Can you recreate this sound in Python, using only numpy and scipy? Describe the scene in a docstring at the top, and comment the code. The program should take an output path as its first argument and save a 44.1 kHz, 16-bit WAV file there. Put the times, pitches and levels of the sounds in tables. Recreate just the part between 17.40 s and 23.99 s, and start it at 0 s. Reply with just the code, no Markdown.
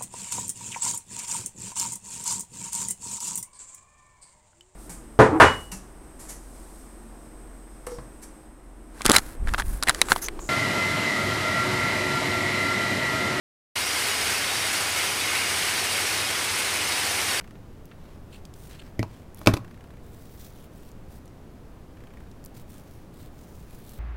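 """Faint, even ticking comes first, close to the microphone in a small room; then ribbon rustles.
A hot glue gun scrapes the ribbon flower, bumps the worktable and is dropped, rocking to rest: its hollow
shell rings, the tabletop booms and the hardest knock overloads the microphone. Fingers fold and pinch
the stiff ribbon, stroke by stroke, with light clicks and more ticking over a low rumble and hiss."""
import sys
import numpy as np
from scipy import signal
from scipy.fft import rfft, irfft
from scipy.io import wavfile

SR = 44100
rng = np.random.default_rng(int(sys.argv[2]) if len(sys.argv) > 2 else 0)


def materialize(psi):
    """Save the field psi as 16-bit PCM at rate SR to the path in sys.argv[1].

    A 1-D psi becomes a single channel; in a 2-D psi each row is a channel.
    """
    bounded = np.clip(np.atleast_2d(psi).T, -1, 1)
    quanta = np.round(bounded * 32767).astype(np.int16)
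    wavfile.write(sys.argv[1], SR, quanta)


N = 290619
RING = np.arange(SR // 2) / SR  # time axis of one short sound [s]


# the gun landing, close up: (time [s], tabletop [dB], shell [dB], crack [dB], tabletop cutoff [Hz])
GUN_KNOCKS = [(1.593, -6, -39, -24.5, 383), (1.629, -20.5, -29.5, -27.5, 1400),
              (2.0147, -29.5, -53, -41, 1340), (2.0611, -20, -18, -17, 702),
              (2.0650, -14.5, -32, -25.5, 397), (2.0720, 2.5, 2.5, -4, 3550),
              (2.1365, -14.5, -44, -22.5, 420), (2.1393, -21.5, -41, -17.5, 2010),
              (2.1683, -25, -27, -30, 596), (2.1728, -25, -31, -30, 1160)]
def glue_gun():
    """Each blow cracks at the contact, rings the hollow shell and booms the tabletop."""
    out = np.zeros(N)
    for s, table_db, shell_db, crack_db, cutoff_hz in GUN_KNOCKS:
        add(out, s, undb(shell_db) * shell() + undb(crack_db) * crack())
        add(out, s + .0007, undb(table_db) * tabletop(cutoff_hz))  # the heavy top answers a moment later
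    return out


# modes of the worktable: (frequency [Hz], level [dB], t60 [s])
TABLETOP_MODES = [(43.2, -24.5, 0.18), (101, -15.5, 0.23), (115.1, -20, 0.196), (196.5, -21, 0.13),
                  (243, -20, 0.13), (296, -17.5, 0.084), (339, -19, .1), (433.3, -28.5, .08),
                  (595, -20.5, 0.044), (629, -9.5, 0.04), (783, -17.5, 0.042), (844, -17.5, 0.049),
                  (997, -13, 0.032), (1090, -20.5, 0.077), (1238, -13.5, 0.034), (1441, -23, 0.042),
                  (1540, -28, 0.0304)]
def tabletop(cutoff_hz):
    """The struck tabletop booms; a soft contact reaches only its low modes."""
    return soften(ring(TABLETOP_MODES), cutoff_hz)


# modes of the gun's plastic shell: (frequency [Hz], level [dB], t60 [s])
SHELL_MODES = [(1950, -28, 0.027), (2254, -12, 0.018), (2396, -23.5, 0.016), (2606, -5.5, 0.013),
               (3210, -22, 0.022), (4200, -23, 0.0098), (4450, -12, 0.013), (4970, -20, 0.015),
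               (6220, -17.5, .01), (7520, -25.5, 0.0068), (8550, -25, 0.018)]
def shell():
    """The irregular shell rings with its modes out of step."""
    return soften(ring(SHELL_MODES, stagger=np.pi / 2), cutoff_hz=8640)


# spectrum of the contact: (frequency [Hz], relative level [dB])
CRACK_SPECTRUM = [(200, 20), (1500, -1.5), (5000, -0.5), (8000, -7.5), (12000, -10), (16000, -20)]
def crack():
    """A sharp burst, after which loose parts inside the gun buzz on briefly."""
    return colour(hiss(), CRACK_SPECTRUM) * (fade(0.014) + undb(-18) * fade(0.13))


# the gun's wire stand as it bumps the table: (time [s], level [dB], pitch [Hz])
STAND_PINGS = [(1.593, -31, 2040), (1.631, -42, 931)]
def wire_stand():
    """The bent wire rings briefly in one narrow band."""
    out = np.zeros(N)
    for s, db, hz in STAND_PINGS:
        add(out, s, undb(db) * burst(hz, octaves=.16, t60=110 / hz))  # rings for 110 cycles
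    return out


# the gun being drawn away: (start [s], length [s], level [dB])
GUN_SCRAPES = [(0.913, .07, -53.5), (1.312, 0.069, -57), (1.387, 0.02, -45), (1.414, .014, -48.5)]
# resonances of the scraping gun: (centre [Hz], width [octaves], relative level [dB])
SCRAPE_BANDS = [(1570, 0.16, 1), (2880, 0.28, 2.5), (4270, 0.086, -3), (7850, 0.29, -10)]
def gun_scrapes():
    """Short, gritty slips swell and stop, all ringing the same resonances."""
    out = np.zeros(N)
    for s, length, db in GUN_SCRAPES:
        speed = np.sin(np.pi * np.minimum(RING / length, 1))
        grit = fibres(snaps_per_s=340, spread_db=4.0)
        rasp = sum(undb(level) * bell(grit, hz, octaves) for hz, octaves, level in SCRAPE_BANDS)
        add(out, s, undb(db) * speed * unit(rasp))
    return out


# ribbon sliding under the fingers, close up: (start [s], end [s], level [dB], tilt [dB/octave])
RIBBON_STROKES = [(.57, 0.804, -61.5, -6), (.90, 1.01, -58.5, -2), (1.136, 1.363, -55.5, 0.5),
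                  (1.279, 1.403, -54.5, -4.5), (1.378, 1.52, -59, -4.5), (1.653, 1.85, -62, -4.5),
                  (1.953, 2.08, -56, -3), (2.601, 2.907, -60.5, 2.5), (2.761, 3.248, -59.5, 1.5),
                  (2.897, 2.99, -58, 12), (2.973, 3.092, -51.5, 1), (3.128, 3.29, -59.5, 0),
                  (3.303, 3.53, -59, 1.5), (3.678, 3.80, -57.5, 1.5), (5.136, 5.233, -56, -0.5),
                  (5.267, 5.426, -57.5, 0), (5.369, 5.688, -63.5, 0), (5.722, 5.903, -57, 1),
                  (5.898, 6.318, -60, 1.5), (6.253, 6.46, -57, 1), (6.421, 6.624, -53.5, 1.5)]
# spectrum of sliding ribbon: (frequency [Hz], relative level [dB])
RUSTLE_SPECTRUM = [(300, -17.5), (1000, -2.5), (2500, 1), (4500, 0), (6500, -1), (9000, -.5), (11500, -1.5),
                   (15000, 0)]
def ribbon():
    """Each stroke swells, holds and eases, and bends the cloth into new resonances."""
    out = np.zeros(N)
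    swell_share, ease_share, folds_per_octave, catch_hz = 0.29, 0.334, 4, 42.8
    for start, end, db, tilt in RIBBON_STROKES:
        progress = RING / (end - start)
        ramp = np.minimum(progress / swell_share, (1 - progress) / ease_share)
        speed = np.sin(np.pi / 2 * np.clip(ramp, 0, 1))
        rub = fibres(snaps_per_s=310, spread_db=3)
        folds = uneven(folds_per_octave * log_bins(rub), db=1.9)
        folded = irfft(rfft(rub) * folds, len(rub))
        tilted = [(hz, level + tilt * np.log2(hz)) for hz, level in RUSTLE_SPECTRUM]
        weave_catch = uneven(catch_hz * RING, db=0.1)
        add(out, start, undb(db) * speed * weave_catch * colour(folded, tilted))
    return out


def fibres(snaps_per_s, spread_db):
    """Threads catch and slip: tiny snaps of uneven size over a smooth rub."""
    caught = rng.random(len(RING)) < snaps_per_s / SR
    sizes = undb(spread_db * np.minimum(rng.exponential(size=len(RING)), 4))
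    grip = signal.lfilter([1], [1, -np.exp(-1 / (0.002 * SR))], caught * sizes)  # relaxes in 2 ms
    return hiss() * (1 + unit(grip))


# clicks of the gun, nails and creasing ribbon: (time [s], level [dB], centre [Hz])
LIGHT_CLICKS = [(.155, -52.5, 1670), (.4555, -41, 12300), (.514, -45.5, 1600), (1.053, -43, 4740),
                (1.1388, -43.5, 5500), (1.946, -37, 12000), (1.973, -42, 12000), (1.992, -39, 12000),
                (3.516, -50, 7500), (3.857, -50.5, 7000), (3.878, -52, 5030), (4.914, -51, 4950),
                (5.041, -45, 7900), (5.0492, -35, 14000), (5.06, -38, 7000), (6.493, -42, 7900)]
# fingertips pressing the flower on the table: (time [s], level [dB])
FINGER_PRESSES = [(5.553, -33), (5.637, -43.5), (5.815, -26)]
def fingers():
    """Brief clicks, the higher the shorter, and soft presses that thud in the tabletop."""
    out = np.zeros(N)
    for s, db, hz in LIGHT_CLICKS:
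        add(out, s, undb(db) * burst(hz, octaves=0.79, t60=85 / hz))  # rings for 85 cycles
    for s, db in FINGER_PRESSES:
        add(out, s, undb(db) * tabletop(cutoff_hz=178.5))
    return out


# faint runs of ticks: (start [s], end [s], rate [1/s], start level [dB], end level [dB])
TICK_RUNS = [(0.01, 0.123, 30.5, -47.5, -44), (2.246, 2.577, 30.9, -43, -53.5),
             (4.571, 4.894, 30, -46.5, -54.5)]
def ticking():
    """Evenly paced ticks, each a crisp edge and a hollow ring; a run grows or fades as it goes."""
    out = np.zeros(N)
    for start, end, rate, start_db, end_db in TICK_RUNS:
        for s in np.arange(start, end, 1 / rate):
            db = np.interp(s, [start, end], [start_db, end_db]) + 2.8 * rng.standard_normal()
            edge = undb(-10) * burst(hz=3500, octaves=1.76, t60=0.029)
            body = undb(-3) * burst(hz=1500, octaves=0.72, t60=0.037)
            add(out, s, undb(db) * (edge + body))
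    return out


# reverberation of the small room around the table: (band centre [Hz], level [dB], t60 [s])
ROOM_BANDS = [(114.9, -7.5, 0.48), (246, -3.5, 0.19), (490, -7.5, 0.11), (1011, -19, 0.42),
              (1888, -11.5, 0.17), (4050, -23, 0.27), (8050, -22, 0.19), (13900, -8.5, 0.11)]
def room(x):
    """Dense reflections build up within milliseconds of the direct sound and die away band by band."""
    tail = sum(undb(db) * bell(hiss(), hz, octaves=0.56) * fade(t60) / np.linalg.norm(fade(t60))
               for hz, db, t60 in ROOM_BANDS)
    build_up = 1 - fade(0.034)
    return x + signal.fftconvolve(x, tail * build_up)[:N]


# the quiet room at the microphone: (frequency [Hz], relative level [dB])
ROOM_TONE_SPECTRUM = [(20, 2.5), (35, -5), (55, 0.5), (100, -3), (150, -5), (200, -7), (320, -10.5),
                      (500, -15.5), (1000, -23), (2000, -31.5), (4000, -38.5), (8000, -42.5),
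                      (16000, -45.5)]
def room_tone():
    """The room rumbles and the microphone hisses, both steadily."""
    return undb(-44.5) * colour(rng.standard_normal(N), ROOM_TONE_SPECTRUM)


def undb(db):
    """Decibels to gain."""
    return 10 ** (np.asarray(db) / 20)


def unit(x):
    """Scale to rms 1."""
    return x / np.sqrt(np.mean(x ** 2))


def log_bins(x):
    """Octave position of each spectral bin of x."""
    return np.log2(np.maximum(np.fft.rfftfreq(len(x), 1 / SR), 1))


def colour(x, points):
    """Shape x by a spectrum of (frequency [Hz], level [dB]) points, at rms 1."""
    hz, db = np.transpose(points)
    gain = undb(np.interp(log_bins(x), np.log2(hz), db))
    return unit(irfft(rfft(x) * gain, len(x)))


def bell(x, hz, octaves):
    """Keep a bell-shaped band of x."""
    gain = np.exp(-.5 * ((log_bins(x) - np.log2(hz)) / octaves) ** 2)
    return irfft(rfft(x) * gain, len(x))


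def fade(t60):
    """Exponential decay, 60 dB in t60 seconds."""
    return np.exp(-np.log(1000) * RING / t60)


def hiss():
    """Half a second of white noise."""
    return rng.standard_normal(len(RING))


def burst(hz, octaves, t60):
    """A band of noise that starts at once and fades."""
    return unit(bell(hiss(), hz, octaves)) * fade(t60)


def uneven(position, db):
    """A gain that wanders by db, with a new random value at each whole step of position."""
    steps = hiss()
    return undb(db * np.interp(position, np.arange(len(steps)), steps))


def ring(modes, stagger=0):
    """Struck, fading modes, each starting stagger radians behind the last."""
    return sum(undb(db) * fade(t60) * np.cos(2 * np.pi * hz * RING - stagger * k)
               for k, (hz, db, t60) in enumerate(modes))


def soften(x, cutoff_hz):
    """Low-pass: a longer contact cannot excite the higher modes."""
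    return signal.sosfilt(signal.butter(3, cutoff_hz, fs=SR, output="sos"), x)


def add(out, s, sound):
    """Mix a sound in at s seconds."""
    i = int(s * SR)
    out[i:i + len(sound)] += sound[:max(N - i, 0)]


def scene():
    """Handling at the worktable, heard close up in mono over the room tone."""
    background = room_tone()
    handling = glue_gun() + wire_stand() + fingers() + gun_scrapes() + ticking() + ribbon()
    return (room(handling) + background)[None]


def record(dry):
    """The close microphone clips just under full scale, and the top is cut at 15.9 kHz."""
    clipped = np.clip(dry, -.9, .9)
    top_cut = signal.ellip(14, .1, 100, 15900, fs=SR, output="sos")
    return signal.sosfilt(top_cut, clipped)


dry = scene()
out = record(dry)
materialize(out)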